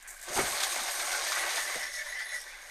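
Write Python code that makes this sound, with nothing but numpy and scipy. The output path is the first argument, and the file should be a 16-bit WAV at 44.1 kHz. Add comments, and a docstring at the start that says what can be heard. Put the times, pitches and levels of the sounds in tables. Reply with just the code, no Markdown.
"""Small kitchen: marinated chicken slides from a bowl into a pan of onions in hot oil.
Pieces land as wet slaps of noise clicks with low thuds; the oil flares, spits and pops.
Frying is random clicks: band-filtered fine sizzle, lower sputter with ringing bubbles, quiet onions.
A spatula excites bowl resonances, knocks lightly and smears marinade while the frying dies down.
The pan adds narrow resonances; low rumble and hum lie beneath."""
import sys
import numpy as np
from scipy import signal
from scipy.fft import rfft, irfft, next_fast_len
from scipy.io import wavfile

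SR = 44100
rng = np.random.default_rng(int(sys.argv[2]) if len(sys.argv) > 2 else 0)


def store_pcm(level_fs):
    """Save levels as 16-bit WAV."""
    pcm = np.round(np.clip(level_fs, -1, 1) * 32767).astype(np.int16)
    wavfile.write(sys.argv[1], SR, np.atleast_2d(pcm).T)


N = 119070
T = np.arange(N) / SR

# room rumble spectrum: f/Hz, level/dB
RUMBLE_SPECTRUM = [(12,-5.5),(28,2.5),(42,-6.5),(56,-24),(110,-24.5),(250,-25.5),(2000,-36.5)]
# onion frying spectrum: f/Hz, level/dB
ONION_SPECTRUM = [(250,-41),(600,-14),(1000,-6.5),(1300,-9),(1600,3),(2050,1),(2350,-1.5),(2800,-17),(5000,-20.5),(8200,-15),(10000,-14),(15000,-31.5)]
# spatula scraping in the bowl: t/s, level/dB
SCRAPE_LEVEL = [(1.1,-66),(1.35,-41),(1.55,-40),(1.78,-40),(1.9,-42),(1.98,-41.5),(2.11,-43.5),(2.2,-41.5),(2.26,-44),(2.3,-40.5),(2.36,-38),(2.41,-55),(2.5,-48),(2.56,-53.5),(2.7,-56)]
# resonances of bowl and spatula: f/Hz, width/Hz, level/dB
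BOWL_MODES = [(578,42,-12.5),(1488,76,-9.5),(1780,42,0.5),(1946,42,4),(2020,36,1.5),(2200,24,-7),(3512,93,-9),(4000,190,-17),(5420,430,-14),(6530,120,-10.5),(8800,200,-22),(10530,440,-19.5)]
# spatula knocks on the bowl: t/s, level/dB
KNOCK_EVENTS = [(1.746,-40),(1.7531,-29.5)]
# modes rung by a knock: f/Hz, level/dB, t60/s
KNOCK_RING_MODES = [(138,-19,0.084),(220,-12.5,0.098),(320,-12,0.068),(501,-1.5,0.079),(637,-9,0.16)]
# wet smears: t/s, length/s, start f/Hz, end f/Hz, drift rate/(1/s), level/dB
SMEARS = [(0.276,0.11,605,585,50,-43.5),(0.356,0.036,800,853,220,-31.5),(0.738,.11,270,225,100,-56),(1.106,0.12,1444,1540,220,-36.5),(1.913,0.11,5200,6010,1197,-47),(1.9,0.24,600,597,69.8,-57),(2.039,0.064,930,1072,119.5,-52),(2.15,0.093,2970,3400,695,-52.5),(2.17,0.098,4500,4930,1090,-51),(2.25,0.12,3700,4340,596,-54),(2.313,0.17,5080,5900,1203,-51.5),(2.28,0.16,10450,11000,1300,-55),(2.47,0.08,1964,2620,298,-52)]
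# gripping spatula, one bowl resonance sings: t/s, length/s, f/Hz, level/dB
SQUEAL_EVENTS = [(1.967,0.057,2200,-43),(2.163,0.069,1780,-41.5),(2.17,.07,1945,-41),(2.276,0.035,2000,-41),(2.312,0.096,1945,-36)]
# single big bubbles burst: t/s, gain/dB
POP_EVENTS = [(0.2853,-33),(.759,-23),(1.0447,-26),(1.083,-20.5),(1.149,-20),(1.32,-15),(1.745,-24),(1.837,-29.5),(2.205,-27),(2.504,-40)]
# pop spectrum: f/Hz, level/dB
POP_SPECTRUM = [(120,-53),(300,-27),(800,-15.5),(1650,4.5),(2200,-0.5),(2800,-33),(3500,-6),(6000,-9),(14000,-39)]
# chicken lands: t/s, level/dB, decay/s
SLAP_EVENTS = [(.268,-46.5,0.058),(.3,-45,0.087),(.359,-33,0.044),(.383,-27.5,0.03),(.43,-45,0.1)]
# wet slap spectrum: f/Hz, level/dB
SLAP_SPECTRUM = [(40,-24),(120,-31),(200,-13),(380,-2),(750,-1),(1200,-4),(2200,-4.5),(3500,-24),(12000,-37)]
# chicken weight settles on the pan: t/s, level/dB, decay/s
THUD_EVENTS = [(.288,-52,0.014),(.352,-42,0.046),(.38,-44,0.027),(.418,-45.5,0.034),(.5,-56,0.037)]
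# thud spectrum: f/Hz, level/dB
THUD_SPECTRUM = [(15,2.5),(42,7),(80,-2.5),(120,5.5),(170,-3),(260,4),(600,-58)]
# marinade drops spit in the oil: t/s, level/dB, decay/s
SPIT_EVENTS = [(.025,-53,.01),(.075,-49.5,0.09),(.103,-44,0.009),(.213,-43,0.004),(.226,-41.5,0.022),(.465,-38,0.05),(.628,-36,.02),(.835,-35.5,.006),(2.342,-46,.022),(2.414,-45,.01)]
# spit spectrum: f/Hz, level/dB
SPIT_SPECTRUM = [(1000,-40),(3000,-32),(6500,2),(8300,4),(10000,-1),(13000,-4),(15500,-16)]
# oil flares as meat settles: t/s, level/dB, decay/s
FLARE_EVENTS = [(.284,-37.5,0.0095),(.6,-34,0.034),(.63,-29,0.02),(.742,-34.5,0.036),(.878,-30.5,0.013),(.994,-33.5,0.0098),(1.115,-33.5,0.02),(1.32,-35,0.018),(1.562,-34,0.04),(2.189,-47,0.039)]
# flare spectrum: f/Hz, level/dB
FLARE_SPECTRUM = [(120,-45),(300,-25),(600,-10),(1200,-2),(2000,3),(2900,-1),(5200,5),(6700,3),(9500,-6.5),(15000,-15)]
# sputter of boiling wet marinade: t/s, level/dB
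SPUTTER_LEVEL = [(0,-65),(.12,-58),(.17,-66),(.25,-54.5),(.29,-45.5),(.45,-37.5),(.7,-40.5),(.83,-42.5),(1.0,-40.5),(1.12,-39),(1.25,-40),(1.38,-39.5),(1.58,-39.5),(1.64,-48),(1.7,-40),(1.77,-45),(1.82,-44),(1.92,-56),(2.07,-56),(2.15,-53.5),(2.7,-57)]
# sputter spectrum: f/Hz, level/dB
SPUTTER_SPECTRUM = [(120,-38),(250,-27.5),(350,-8.5),(490,-11.5),(600,3),(800,0),(950,-5),(1120,4),(1300,-5),(1540,4),(1850,2.5),(2230,4),(2700,-5.5),(6000,-25)]
# marinade boils up where meat presses on the pan: t/s, level/dB, decay/s
SURGE_EVENTS = [(.645,-37,.007),(.757,-36,.012),(.876,-34.5,0.022),(.997,-38.5,.012),(1.175,-44,0.016),(1.258,-36,0.02),(1.366,-34,0.019),(1.433,-36.5,.03)]
# ringing bubble spectrum: f/Hz, level/dB
BUBBLE_SPECTRUM = [(220,-24),(350,-12),(650,-1.5),(1100,1.5),(1700,2.5),(2500,-1)]
# fine sizzle, before SIZZLE_TRIM_DB: t/s, level/dB
SIZZLE_LEVEL = [(0.0,-53),(0.06,-62),(0.08,-55.5),(0.2,-52),(0.22,-52),(0.32,-41.5),(0.37,-33),(0.43,-34.5),(0.59,-33.5),
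                (0.64,-30.5),(0.66,-33),(0.98,-35.5),(1.0,-32.5),(1.03,-35.5),(1.6,-33.5),(1.67,-37),(1.72,-35),
                (1.92,-46),(1.95,-42),(2.29,-53),(2.35,-46),(2.53,-52.5),(2.7,-50.5)]
# fine sizzle spectrum: f/Hz, level/dB
SIZZLE_SPECTRUM = [(300,-30),(1000,-15),(2200,-6.5),(3000,0),(3800,1),(5600,-1.5),(6400,2.5),(7400,-5),(8800,0.5),(9900,-11.5),(11300,-6),(13500,-14),(15500,-26)]
# pan resonances over the direct sound: f/Hz, level/dB
PAN_RESONANCES = [(360,-2.5),(581,1.5),(725,-0.5),(775,0.5),(848,0.5),(1088,-2.5),(1547,4),(1782,-23),(2212,-0.5),(2358,-29),(2865,-4),(4854,-30),(8403,-15)]

RUMBLE_DB, HUM_HZ, HUM_DB = -63, 28.2, -67
ONION_DB, SIZZLE_TRIM_DB = -53.5, -1.5
ONION_PER_S, SPUTTER_PER_S, BURST_PER_S = 1100, 2600, 4000
SLIPS_PER_S = 1000  # shared by all bowl resonances, and again for each alone
FIZZ_PER_CYCLE = 0.14  # bursts/s per Hz of pitch: small bubbles are more numerous
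BUBBLES_PER_S, BUBBLE_Q, BUBBLE_DB = 800, 24, -3
FLURRIES_PER_S, FLURRY_DECAY_S, FLURRY_DB = 60, 0.008, -3
SIZE_SPREAD_DB, MAX_SPREADS = 3, 3.4  # click sizes: exponential in dB, capped
SPOT_SWING_DB, SCRAPE_SWING_DB = 3, 4  # slow wavering per frying spot, per bowl resonance
SLAP_ATTACK_S, KNOCK_ATTACK_S, POP_DECAY_S = 0.011, 0.006, 0.00094
PAN_T60_S, PAN_ECHO_DB, PAN_WIDTH_HZ = 0.011, 3.5, 10
ROOM_T60_S, ROOM_DB, BOWL_ECHO_DB = 0.23, -1.5, -11.5
CUTOFF_HZ = 15400
TINY = 1e-18  # keeps recursive filters out of denormals


def from_db(db):
    """Decibels to gain."""
    return 10 ** (np.asarray(db) / 20)


def rms_one(x):
    """Scale to unit rms."""
    return x / np.sqrt(np.mean(x ** 2) + 1e-20)


def level(rows):
    """Gain over time, interpolated in dB."""
    return from_db(np.interp(T, *np.transpose(rows)))


def colour(x, points):
    """Causal minimum-phase filter with the given spectrum, built from its cepstrum."""
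    size = 2 * next_fast_len(N)
    hz, db = np.transpose(points)
    bins_hz = np.maximum(np.arange(size // 2 + 1) * SR / size, 1)
    gain = from_db(np.interp(np.log(bins_hz), np.log(hz), db))
    cepstrum = irfft(np.log(gain))
    # fold onto positive time: minimum phase
    cepstrum[1:size // 2] *= 2
    cepstrum[size // 2 + 1:] = 0
    return irfft(rfft(x, size) * np.exp(rfft(cepstrum)))[:N]


def coloured_noise(points):
    """Steady noise with the given spectrum; rms 1."""
    return rms_one(colour(rng.standard_normal(N), points))


def drift(rate_per_s):
    """Random wander through rate_per_s knots a second; rms 1."""
    knots = rng.standard_normal(8192)
    return rms_one(np.interp(T * rate_per_s, np.arange(len(knots)), knots))


def clicks(per_s, clump_db):
    """Random clicks of uneven size; a shared drift makes them clump in loudness."""
    born = rng.random(N) < per_s / SR
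    size = rng.laplace(0, 1, N)[born]
    clumps = np.minimum(drift(70), 1)[born]
    size_db = SIZE_SPREAD_DB * np.minimum(abs(size), MAX_SPREADS)
    out = np.zeros(N)
    out[born] = np.sign(size) * from_db(size_db + clump_db * clumps)
    return out


def resonate(x, hz, width_hz):
    """One resonance, gain 1 at its top."""
    r = np.exp(-np.pi * width_hz / SR)
    poles = [1, -2 * r * np.cos(2 * np.pi * hz / SR), r * r]
    return (1 - r * r) / 2 * signal.lfilter([1, 0, -1], poles, x)


def reflect(x):
    """One spot's path: direct sound, brief pan echoes, diffuse kitchen tail; path energy 1."""
    age = T[:SR // 3]
    path = np.where(age == 0, 1., 0.)
    for t60_s, db in ((PAN_T60_S, PAN_ECHO_DB), (ROOM_T60_S, ROOM_DB)):
        tail = rng.standard_normal(len(age)) * from_db(-60 * age / t60_s)
        path = path + from_db(db) * tail / np.linalg.norm(tail)
    return signal.fftconvolve(x, path / np.linalg.norm(path))[:N]


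def crackle(spectrum, per_s, clump_db, count):
    """Bubbles burst at many pan spots, each with its own path to the ear; rms 1."""
    spots = np.zeros(N)
    for _ in range(count):
        bursting = clicks(per_s / count, clump_db)
        spots += reflect(bursting * from_db(SPOT_SWING_DB * drift(15)))
    return rms_one(colour(spots, spectrum))


def bursts(rows, attack_s):
    """Envelope: each event swells linearly, decays exponentially; powers add."""
    power = 0
    for start_s, db, decay_s in rows:
        age = np.maximum(T - start_s, 0)
        attack = np.minimum(age / attack_s, 1)
        decay = np.exp(-np.maximum(age - attack_s, 0) / decay_s)
        power = power + (from_db(db) * attack * decay) ** 2
    return np.sqrt(power)


def rumble():
    """Steady low-weighted noise."""
    return from_db(RUMBLE_DB) * coloured_noise(RUMBLE_SPECTRUM)


def hum():
    """Steady low sine."""
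    return from_db(HUM_DB) * np.sin(2 * np.pi * HUM_HZ * T)


def onions():
    """Onions fry quietly: steady sparse crackle."""
    return from_db(ONION_DB) * crackle(ONION_SPECTRUM, ONION_PER_S, clump_db=-2.0, count=7)


def scrape():
    """Small slips, partly shared, excite bowl resonances that waver separately."""
    shared = clicks(SLIPS_PER_S, clump_db=3.0)
    out = np.zeros(N)
    for k, (hz, width_hz, db) in enumerate(BOWL_MODES):
        slips = shared + clicks(SLIPS_PER_S, clump_db=3.0)
        drive = slips * from_db(db + SCRAPE_SWING_DB * drift(19))
        out += (-1) ** k * resonate(drive, hz, width_hz)  # alternating mode sign
    return level(SCRAPE_LEVEL) * rms_one(out)


def knocks():
    """A light double knock rings low modes that decay exponentially."""
    out = np.zeros(N)
    for start_s, db in KNOCK_EVENTS:
        age = np.maximum(T - start_s, 0)
        attack = np.minimum(age / KNOCK_ATTACK_S, 1)
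        for hz, mode_db, t60_s in KNOCK_RING_MODES:
            decay = from_db(db + mode_db - 60 * age / t60_s)
            out += decay * np.sin(2 * np.pi * hz * age) * attack
    return out


def squelches():
    """Marinade smeared by spatula and meat: a wet resonance glides as the gap changes."""
    out = np.zeros(N)
    for start_s, length_s, from_hz, to_hz, rate_per_s, db in SMEARS:
        part = np.clip((T - start_s) / length_s, 0, 1)
        phase = 2 * np.pi * np.cumsum(from_hz + (to_hz - from_hz) * part) / SR
        # random quadrature amplitudes: narrow-band noise
        band = drift(rate_per_s) * np.cos(phase) + drift(rate_per_s) * np.sin(phase)
        out += from_db(db) * np.sin(np.pi * part) * band
    return out


def squeals(waver_hz=20, flutter_db=2.0):
    """While the spatula grips, a rough, wavering tone swells and fades."""
    out = np.zeros(N)
    for start_s, length_s, hz, db in SQUEAL_EVENTS:
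        swell = np.sin(np.pi * np.clip((T - start_s) / length_s, 0, 1))
        phase = 2 * np.pi * np.cumsum(hz + waver_hz * drift(200)) / SR
        out += from_db(db + flutter_db * drift(250)) * swell * np.sin(phase)
    return out


def pops():
    """A big bubble bursts in a crack of a millisecond or two."""
    noise = coloured_noise(POP_SPECTRUM)
    out = np.zeros(N)
    for start_s, db in POP_EVENTS:
        age = np.maximum(T - start_s, 0) / POP_DECAY_S
        out += from_db(db) * age * np.exp(-age) * noise
    return out


def chicken():
    """Soft pieces land in a wet splatter; their weight thuds in the pan."""
    wet = crackle(SLAP_SPECTRUM, BURST_PER_S, clump_db=-1.3, count=4)
    splatter = bursts(SLAP_EVENTS, attack_s=SLAP_ATTACK_S) * wet
    thud = bursts(THUD_EVENTS, attack_s=0.018) * coloured_noise(THUD_SPECTRUM)
    return splatter + thud


def spits():
    """Marinade drops hit the oil: short bright crackles."""
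    crackling = crackle(SPIT_SPECTRUM, BURST_PER_S, clump_db=2.0, count=4)
    return bursts(SPIT_EVENTS, attack_s=0.0012) * crackling


def flares():
    """Oil flares as meat settles: short dense crackles."""
    crackling = crackle(FLARE_SPECTRUM, BURST_PER_S, clump_db=0.0, count=4)
    return bursts(FLARE_EVENTS, attack_s=0.0036) * crackling


def bubbles(count=30):
    """Larger marinade bubbles ring briefly, on a ladder of pitches; rms 1."""
    rings = np.zeros(N)
    for hz in np.geomspace(260, 2500, count):
        bursting = clicks(BUBBLES_PER_S / count, clump_db=0.8) + TINY
        rings += resonate(bursting, hz, hz / BUBBLE_Q) / np.sqrt(hz)
    return rms_one(colour(rings, BUBBLE_SPECTRUM))


def sputter():
    """Wet marinade boils: crackle plus ringing bubbles, surging where meat presses down."""
    crackling = crackle(SPUTTER_SPECTRUM, SPUTTER_PER_S, clump_db=2.5, count=14)
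    boiling = np.hypot(level(SPUTTER_LEVEL), bursts(SURGE_EVENTS, attack_s=0.0061))
    return boiling * (crackling + from_db(BUBBLE_DB) * bubbles())


def fizz(count=20):
    """Tiny bubbles: each pan spot bursts around a pitch of its own; rms 1."""
    out = np.zeros(N)
    for hz in np.geomspace(900, 15000, count):
        edges_hz = [hz / np.sqrt(2), hz * np.sqrt(2)]
        band = signal.butter(2, edges_hz, "band", fs=SR, output="sos")
        bursting = clicks(FIZZ_PER_CYCLE * hz, clump_db=1.5)
        wavering = bursting * from_db(SPOT_SWING_DB * drift(14))
        out += reflect(signal.sosfilt(band, wavering + TINY))
    return rms_one(colour(out, SIZZLE_SPECTRUM))


def flurries():
    """Sizzle gain: water meets oil, power jumps and sinks back exponentially; rms 1."""
    starts = (rng.random(N) < FLURRIES_PER_S / SR) * rng.uniform(0, 1.6, N)
    keep = np.exp(-1 / (FLURRY_DECAY_S * SR))
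    power = signal.lfilter([1], [1, -keep], starts + TINY)
    return rms_one(np.sqrt(1 + from_db(FLURRY_DB) ** 2 * power))


def sizzle():
    """Fine fizz of the wet chicken in oil, gusting in flurries."""
    return from_db(SIZZLE_TRIM_DB) * level(SIZZLE_LEVEL) * flurries() * fizz()


def pan(x):
    """Narrow pan resonances added to whatever sounds in it."""
    return x + sum(from_db(db) * resonate(x, hz, PAN_WIDTH_HZ) for hz, db in PAN_RESONANCES)


def scene():
    """Pan and bowl in the kitchen, over low hum and rumble."""
    bowl = scrape() + knocks() + squelches() + squeals()
    background = rumble() + hum()
    frying = onions() + sizzle() + sputter() + spits() + flares()
    in_pan = pan(frying + chicken() + pops())
    bowl_echo = from_db(BOWL_ECHO_DB) * reflect(bowl)
    return (background + bowl + bowl_echo + in_pan)[None]


def record(dry):
    """Steep low-pass at CUTOFF_HZ."""
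    low_pass = signal.ellip(10, 0.1, 80, CUTOFF_HZ, fs=SR, output="sos")
    return signal.sosfilt(low_pass, dry)


dry = scene()
out = record(dry)
store_pcm(out)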